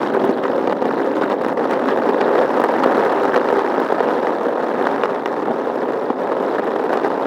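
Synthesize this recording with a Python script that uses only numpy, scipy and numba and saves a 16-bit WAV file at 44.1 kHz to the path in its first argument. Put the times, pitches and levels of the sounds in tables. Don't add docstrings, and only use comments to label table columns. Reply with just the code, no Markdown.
import sys
import numpy as np
from scipy import signal
from scipy.fft import rfft, irfft
from scipy.io import wavfile
from scipy.ndimage import uniform_filter1d
from numba import njit

SR = 44100
rng = np.random.default_rng(int(sys.argv[2]) if len(sys.argv) > 2 else 0)


def digitize_waveform(pressure):
    field = np.atleast_2d(pressure).T
    bounded = np.clip(field, -1, 1)
    quanta = np.round(bounded * 32767).astype(np.int16)
    wavfile.write(sys.argv[1], SR, quanta)


N = 320166

# time_s, rumble_db, clatter_vs_rumble_db
ROAD_LEVELS = [(0, -19.5, -11), (0.8, -20, -10), (1.55, -20, -8), (2.3, -18, -7.5), (3.05, -18, -5),
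               (3.7, -19.5, -5.5), (4.45, -20, -7.5), (4.95, -20, -6.5), (5.2, -22, -7), (5.9, -21.5, -9.5),
               (6.2, -22, -9.5), (6.6, -20.5, -7.5), (7.26, -21, -8)]
# time_s, grit_vs_clatter_db, boom_db, chips_vs_grit_db
ROAD_TEXTURE = [(1.2, -13, 6, -5.5), (2.5, -15, 0.5, -8.5), (6.1, -14, 1, -9)]
# middle_s, length_s, rumble_change_db, clatter_and_grit_change_db
ROAD_LULLS = [(0.39, 0.09, -1.5, 0.5), (0.742, 0.02, -3.5, -6), (0.775, 0.13, -2, -3),
              (1.38, 0.076, -1, -4.5), (1.545, 0.034, -4, -9), (2.48, 0.067, -5, -2.5),
              (3.87, 0.055, -4, 0.5), (4.38, 0.11, -2, -1.5), (4.53, 0.14, -1.5, -3),
              (5.235, 0.028, -3, -6), (6.16, 0.067, -3, -5.5)]
# middle_s, length_s, rumble_change_db, clatter_change_db, grit_change_db
ROUGH_SPOTS = [(0.05, 0.072, -1, 6, 6.5), (0.155, 0.026, 2, 9, 1.2), (0.228, 0.064, 3.5, 3, 3.9),
               (0.46, 0.053, -1, 5, 2.2), (1.237, 0.025, 1, 6.1, 2.5), (1.31, 0.027, -1, 2.8, 2.5),
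               (1.445, 0.016, 0.5, 3, 4), (1.724, 0.034, 0.5, 4.2, 4.5), (1.895, 0.055, 1.5, 2.2, 3.5),
               (2.38, 0.065, 2.5, 2.3, 4.6), (2.622, 0.043, -0.5, 2.3, 1.2), (3.343, 0.012, -0.5, 6.1, 6.2),
               (4.028, 0.0086, -2, 4.6, 4), (4.852, 0.046, 0.5, 3.2, 2.1), (5.51, 0.037, 5, 1.2, 1.8),
               (6.935, 0.035, 3, 5.4, 4.6), (7.055, 0.044, 1, 3.8, 3.4)]


def rolling(force, give=10.5, soft_power=0.49, boom_hz=380, hiss_db=-9):
    road_db, clatter_vs_rumble_db = curve(ROAD_LEVELS)
    grit_db, boom_db, chips_db = curve(ROAD_TEXTURE)
    limit = give * np.sqrt(np.mean(force[force != 0] ** 2))
    force = limit * np.tanh(force / limit)
    push = np.sign(force) * np.abs(force) ** soft_power
    boom = signal.sosfiltfilt(signal.butter(3, boom_hz, fs=SR, output="sos"), push)
    push = push + (undb(boom_db) - 1) * boom
    grit = sharp_edges(force) + undb(chips_db) * loose_chips()
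    grit = grit + undb(hiss_db) * rng.standard_normal(N)
    patches = wander(per_s=26)
    lull_rumble_db, lull_clatter_db = stretches(ROAD_LULLS, length_share=0.41)
    rumble_db = road_db + 0.56 * patches + lull_rumble_db
    clatter_db = road_db + clatter_vs_rumble_db + 0.66 * patches + lull_clatter_db
    spots_db = stretches(ROUGH_SPOTS, length_share=0.6)
    levels_db = np.add([rumble_db, clatter_db, clatter_db + grit_db], spots_db)
    drives, spans_s, trims_db = (push, force, grit), (0.05, 0.032, 0.036), (-1.2, -0.6, -0.4)
    out = np.zeros(N)
    for drive, ring, span_s, db, trim_db in zip(drives, board_rings(), spans_s, levels_db, trims_db):
        shake = signal.fftconvolve(drive, ring)[:N]
        out += rider_weight(shake, span_s) * undb(db + trim_db)
    return out


def stone_tips(settle_s=0.0022, steady_load=0.34, sway_db=0.23):
    hops = fade(impacts(per_s=300, spread_db=10.5), settle_s)
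    load = steady_load + np.sqrt(unit(np.abs(hops)))
    blows = impacts(per_s=2400, spread_db=3.5) * rng.choice([-1, 1], N)
    return blows * load * undb(sway_db * wander(per_s=91))


def sharp_edges(force, brightness=0.31, low_hz=2640, high_hz=5860, sharpness=9.3, ping_db=5, count=8):
    pick = rng.integers(count, size=N)
    pings = sum(signal.lfilter(*signal.iirpeak(hz, sharpness, fs=SR), force * (pick == k))
                for k, hz in enumerate(np.geomspace(low_hz, high_hz, count)))
    return unit(force + brightness * np.diff(force, prepend=0) + undb(ping_db) * pings)


def loose_chips(per_s=190, spread_db=3.0, ring_s=0.0061, pitch_hz=3980, pitch_spread=0.25):
    out, t = np.zeros(N), np.arange(400) / SR
    starts_s = np.flatnonzero(rng.random(N) < per_s / SR) / SR
    for start_s, (pitch, strength) in zip(starts_s, rng.standard_normal((N // 50, 2))):
        hz = min(pitch_hz * np.exp(pitch_spread * pitch), SR / 4)
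        add(out, start_s, ping(t, hz, ring_s), spread_db * strength)
    return unit(out)


def rider_weight(shake, span_s):
    size = int(span_s * SR)
    power = uniform_filter1d(uniform_filter1d(shake ** 2, size), size)
    return shake / np.sqrt(power + 1e-18)


# pitch_hz, level_db
BOARD_TONE = [(30, -32), (64, -46), (107, -27.5), (180, -15), (250, -4), (480, 0), (660, -4.5), (950, -5),
              (1400, -12), (1850, -20), (2400, -28), (3700, -36), (6500, -45), (15000, -57.5)]
# pitch_hz, width_hz, boost_db
BOARD_PEAKS = [(138, 22, 4.5), (247, 140, 3), (834, 370, 1), (1256, 44, 4), (1740, 650, 7.5),
               (3770, 600, 3), (5340, 250, 3)]
BORDERS_HZ = [10, 900, 2300, 20000]


def board_rings(size=4096):
    hz = np.maximum(np.arange(size // 2 + 1) * SR / size, 1)
    tone_hz, tone_db = np.transpose(BOARD_TONE)
    db = np.interp(np.log(hz), np.log(tone_hz), tone_db)
    db = db + sum(boost / (1 + (2 * (hz - pitch) / width) ** 2) for pitch, width, boost in BOARD_PEAKS)
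    gains = [undb(db) / np.sqrt((1 + (low / hz) ** 8) * (1 + (hz / high) ** 8))
             for low, high in zip(BORDERS_HZ, BORDERS_HZ[1:])]
    cepstrum = irfft(np.log(gains))
    cepstrum[:, 1:size // 2] *= 2
    cepstrum[:, size // 2 + 1:] = 0
    return irfft(np.exp(rfft(cepstrum)))


# start_s, thud_db, clack_db, snap_db, bounce_vs_first_blow_db
BIG_STONES = [(0.173, -1, -17, -37, -19), (0.26, -10, -22, -35, -16), (0.292, -0.5, -12, -28, -1),
              (0.438, -26, -17, -23, -9), (0.454, -21, -5, -32, -7), (0.674, -4, -10.5, -22, -10),
              (0.6965, -9, -9, -24.5, -11), (0.724, -5, -5, -21.5, -3), (0.817, -8.5, -18, -27, 4),
              (0.855, -2.5, -26, -25, -6.5), (0.907, -23, -10.5, -31, 4), (0.996, -17, -9, -40, 1),
              (1.2206, -3.5, -7, -23.5, -8), (1.2991, -8, -12, -24, -11), (1.3187, -2, -14, -23, -7),
              (1.329, -3, -16, -31, -10), (1.4848, -6, -14, -25, -11), (1.654, -9, -12, -33, -12),
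              (1.711, -19, -9, -21, -10), (1.7343, -5, -9, -22, -6), (1.8861, -10, -5.5, -24, -1),
              (2.089, -4, -12, -26, 1), (2.209, -6.5, -9, -18.5, 2.5), (2.2797, -3.5, -8, -25, -11),
              (2.3556, -7, -5, -22, -19), (2.493, -3, -16, -26, -23), (2.575, -5, -9, -26, -10),
              (2.5987, 1.5, -9, -23, -10), (2.6392, -2.5, -2.5, -22, -0.5), (2.8363, -4, -1.5, -15.5, 0),
              (2.86, 4, -15, -26, -24), (2.978, 0.5, -12, -30, -4), (3.2529, -1, -7, -21, -16),
              (3.3613, 0, -2, -16, -4.5), (3.4872, -5.5, -7, -20, -9), (3.5268, -2, -20, -30, -7),
              (3.593, -16, -4, -22.5, -26), (3.6996, -8, -14, -29, -15), (3.78, 1.5, -10, -30, -12),
              (3.816, -2, -13, -27, -14), (3.923, -2.5, -18, -30, -8), (3.9952, -10, -14, -21, -14),
              (4.0045, 1.5, -7, -22.5, -5.5), (4.0868, -2.5, -9, -23, -17), (4.1058, -6, -7.5, -25, -7),
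              (4.27, -13, -8, -23, -6), (4.466, -2.5, -15, -30, -17), (4.574, -6, -10, -32, -4),
              (4.8101, -6, -7.5, -24, -19), (4.8698, -7, -1.5, -20, -14), (5.0356, -3.5, -3, -15.5, -26),
              (5.046, -7, -8, -28, -22), (5.0567, -21, -6, -21, -18), (5.2589, -16, -3.5, -16.5, -18),
              (5.482, -5, -14, -30, -18), (5.6995, -5.5, -24, -33, -13), (5.892, -22, -15, -30, -25),
              (5.934, -19, -12.5, -27.5, -2.5), (6.1021, 0, -22, -28.5, -8), (6.319, -8, -8.5, -27, -5),
              (6.553, -20, -12, -28, -6), (6.5837, -14, -6, -25.5, -6), (6.5947, -7, -9, -25, -16),
              (6.931, -19, -5, -24, -6), (6.973, -4.5, -6, -22, -13), (7.046, 1, -10, -30, -10)]


def stone_knocks(bite_s=0.002, scrape_s=0.0016, bounce_s=0.0048, band_hz=(147, 6500), truck_db=3.0):
    out, t, rings = np.zeros(N), np.arange(1700) / SR, board_rings()
    cushion = signal.butter(2, band_hz, "band", fs=SR, output="sos")
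    scrape = 0.088 * np.minimum((t / bite_s) ** 2, np.exp((bite_s - t) / scrape_s))
    blow = signal.unit_impulse(len(t), int(bite_s * SR))
    blow_shares, trims_db = (1, 0.8, 0.25), (-5.0, -4.5, -0.5)
    for start_s, thud_db, clack_db, snap_db, bounce_db in BIG_STONES:
        levels_db = np.add((thud_db, clack_db, snap_db), trims_db)
        landing_s = start_s + bounce_s * np.exp(0.12 * rng.standard_normal())
        for hit_s, hit_db in (start_s, 0), (landing_s, bounce_db):
            crunch = scrape * rng.standard_normal(len(t))
            for ring, blow_share, db in zip(rings, blow_shares, levels_db):
                force = signal.sosfilt(cushion, crunch + blow_share * blow)
                add(out, hit_s - bite_s, signal.fftconvolve(force, ring), db + hit_db)
            add(out, hit_s, signal.sosfilt(cushion, truck_ring(t)), snap_db + truck_db + hit_db)
    return out


# pitch_hz, ring_s, level_db
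TRUCK_NOTES = [(1260, 0.038, -4), (1876, 0.033, 2.5), (2370, 0.014, 0), (2840, 0.02, -4),
               (3220, 0.025, -14.5), (4220, 0.025, -17)]


def truck_ring(t, detune=0.018):
    return sum(undb(db) * ping(t, hz * (1 + detune * rng.standard_normal()), ring_s)
               for hz, ring_s, db in TRUCK_NOTES)


# pitch_hz, width_hz, start_boost_db, end_boost_db
DECK_NOTES = [(395, 14.7, 5, 4.5), (435, 11, -0.5, 4.5), (485.6, 29, 3, 3), (543, 49, 5, 4)]
# middle_s, length_s, boost_db
DECK_SWELLS = [(1.08, .2, 3), (3.25, .25, 0), (3.8, 0.073, 1), (4.05, .15, 0.5), (4.81, .08, 2.5),
               (5.88, 0.36, 1.5), (6.85, 0.28, 1.5)]


def with_deck_hum(shake, flex_per_s=4.0, pitch_drift=0.013, drift_db=1.5):
    out = shake
    swell_db, = stretches(DECK_SWELLS, length_share=0.41)
    for hz, width_hz, start_db, end_db in DECK_NOTES:
        boost_db = np.linspace(start_db, end_db, N) + swell_db + drift_db * wander(flex_per_s)
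        pitch_hz = hz * (1 + pitch_drift * wander(flex_per_s))
        out = out + (undb(boost_db) - 1) * resonate(shake, pitch_hz, float(width_hz))
    return out


# start_s, level_db
MOUNT_TICKS = [(0.1451, -38), (0.561, -46), (1.484, -39), (1.71, -38), (2.605, -38), (2.639, -30),
               (2.838, -34), (4.8714, -42), (5.258, -47), (6.4238, -41), (6.932, -36), (7.0469, -45)]


def fizz_and_ticks(shake, fizz_db=-63.0, crackle_db=-62.5, tick_s=0.00059, tick_db=8.5, low_cut_hz=2500):
    jolts = fade(np.abs(np.diff(shake, prepend=0)), decay_s=0.0023)
    crackle = fade(impacts(per_s=46, spread_db=3.0), tick_s)
    out = undb(fizz_db) * unit(jolts * rng.standard_normal(N))
    out += undb(crackle_db) * unit(jolts * crackle * rng.standard_normal(N))
    tick_shape = np.exp(-np.arange(300) / SR / tick_s)
    for start_s, level_db in MOUNT_TICKS:
        add(out, start_s, tick_shape * rng.standard_normal(len(tick_shape)), level_db + tick_db)
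    return signal.sosfilt(signal.butter(1, low_cut_hz, "high", fs=SR, output="sos"), out)


def undb(db):
    return 10 ** (np.asarray(db) / 20)


def unit(x):
    return x / np.sqrt(np.mean(x ** 2))


def add(out, start_s, sound, db):
    i = max(int(start_s * SR), 0)
    out[i:i + len(sound)] += (undb(db) * sound / np.abs(sound).max())[:N - i]


def ping(t, hz, ring_s):
    return np.sin(2 * np.pi * hz * t) * np.exp(-np.log(1000) * t / ring_s)


def impacts(per_s, spread_db):
    return (rng.random(N) < per_s / SR) * undb(spread_db * rng.standard_normal(N))


def fade(x, decay_s):
    pole = np.exp(-1 / (decay_s * SR))
    return signal.lfilter([1 - pole], [1, -pole], x)


def wander(per_s):
    hold = max(int(SR / per_s), 2)
    steps = np.repeat(rng.standard_normal(N)[:N // hold + 1], hold)
    return 1.3 * uniform_filter1d(uniform_filter1d(steps, hold), hold)[:N]


def curve(rows):
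    times_s, *columns = np.transpose(rows)
    return [np.interp(np.arange(N) / SR, times_s, column) for column in columns]


def stretches(rows, length_share, step=20):
    middle_s, length_s, *changes_db = np.transpose(rows)[:, :, None]
    distance = (np.arange(0, N, step) / SR - middle_s) / (length_share * length_s)
    inside = np.exp(-distance ** 4)
    return [np.repeat((db * inside).sum(axis=0), step)[:N] for db in changes_db]


@njit
def resonate(x, hz, width_hz):
    out, band_state, low_state = np.empty(len(x)), 0., 0.
    for i in range(len(x)):
        tuning, damping = np.tan(np.pi * hz[i] / SR), width_hz / hz[i]
        band = (band_state + tuning * (x[i] - low_state)) / (1 + tuning * (tuning + damping))
        band_state = 2 * band - band_state
        low_state += 2 * tuning * band
        out[i] = damping * band
    return out


def scene():
    board = with_deck_hum(rolling(stone_tips()) + stone_knocks())
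    return (board + fizz_and_ticks(board))[None]


def record(dry):
    ceiling, low_hz, top_hz = 0.98, 65, 15900
    rounded = dry / (1 + (dry / ceiling) ** 16) ** (1 / 16)
    thinned = signal.sosfilt(signal.butter(2, low_hz, "high", fs=SR, output="sos"), rounded)
    return signal.sosfilt(signal.ellip(10, 0.2, 80, top_hz, fs=SR, output="sos"), thinned)


dry = scene()
out = record(dry)
digitize_waveform(out)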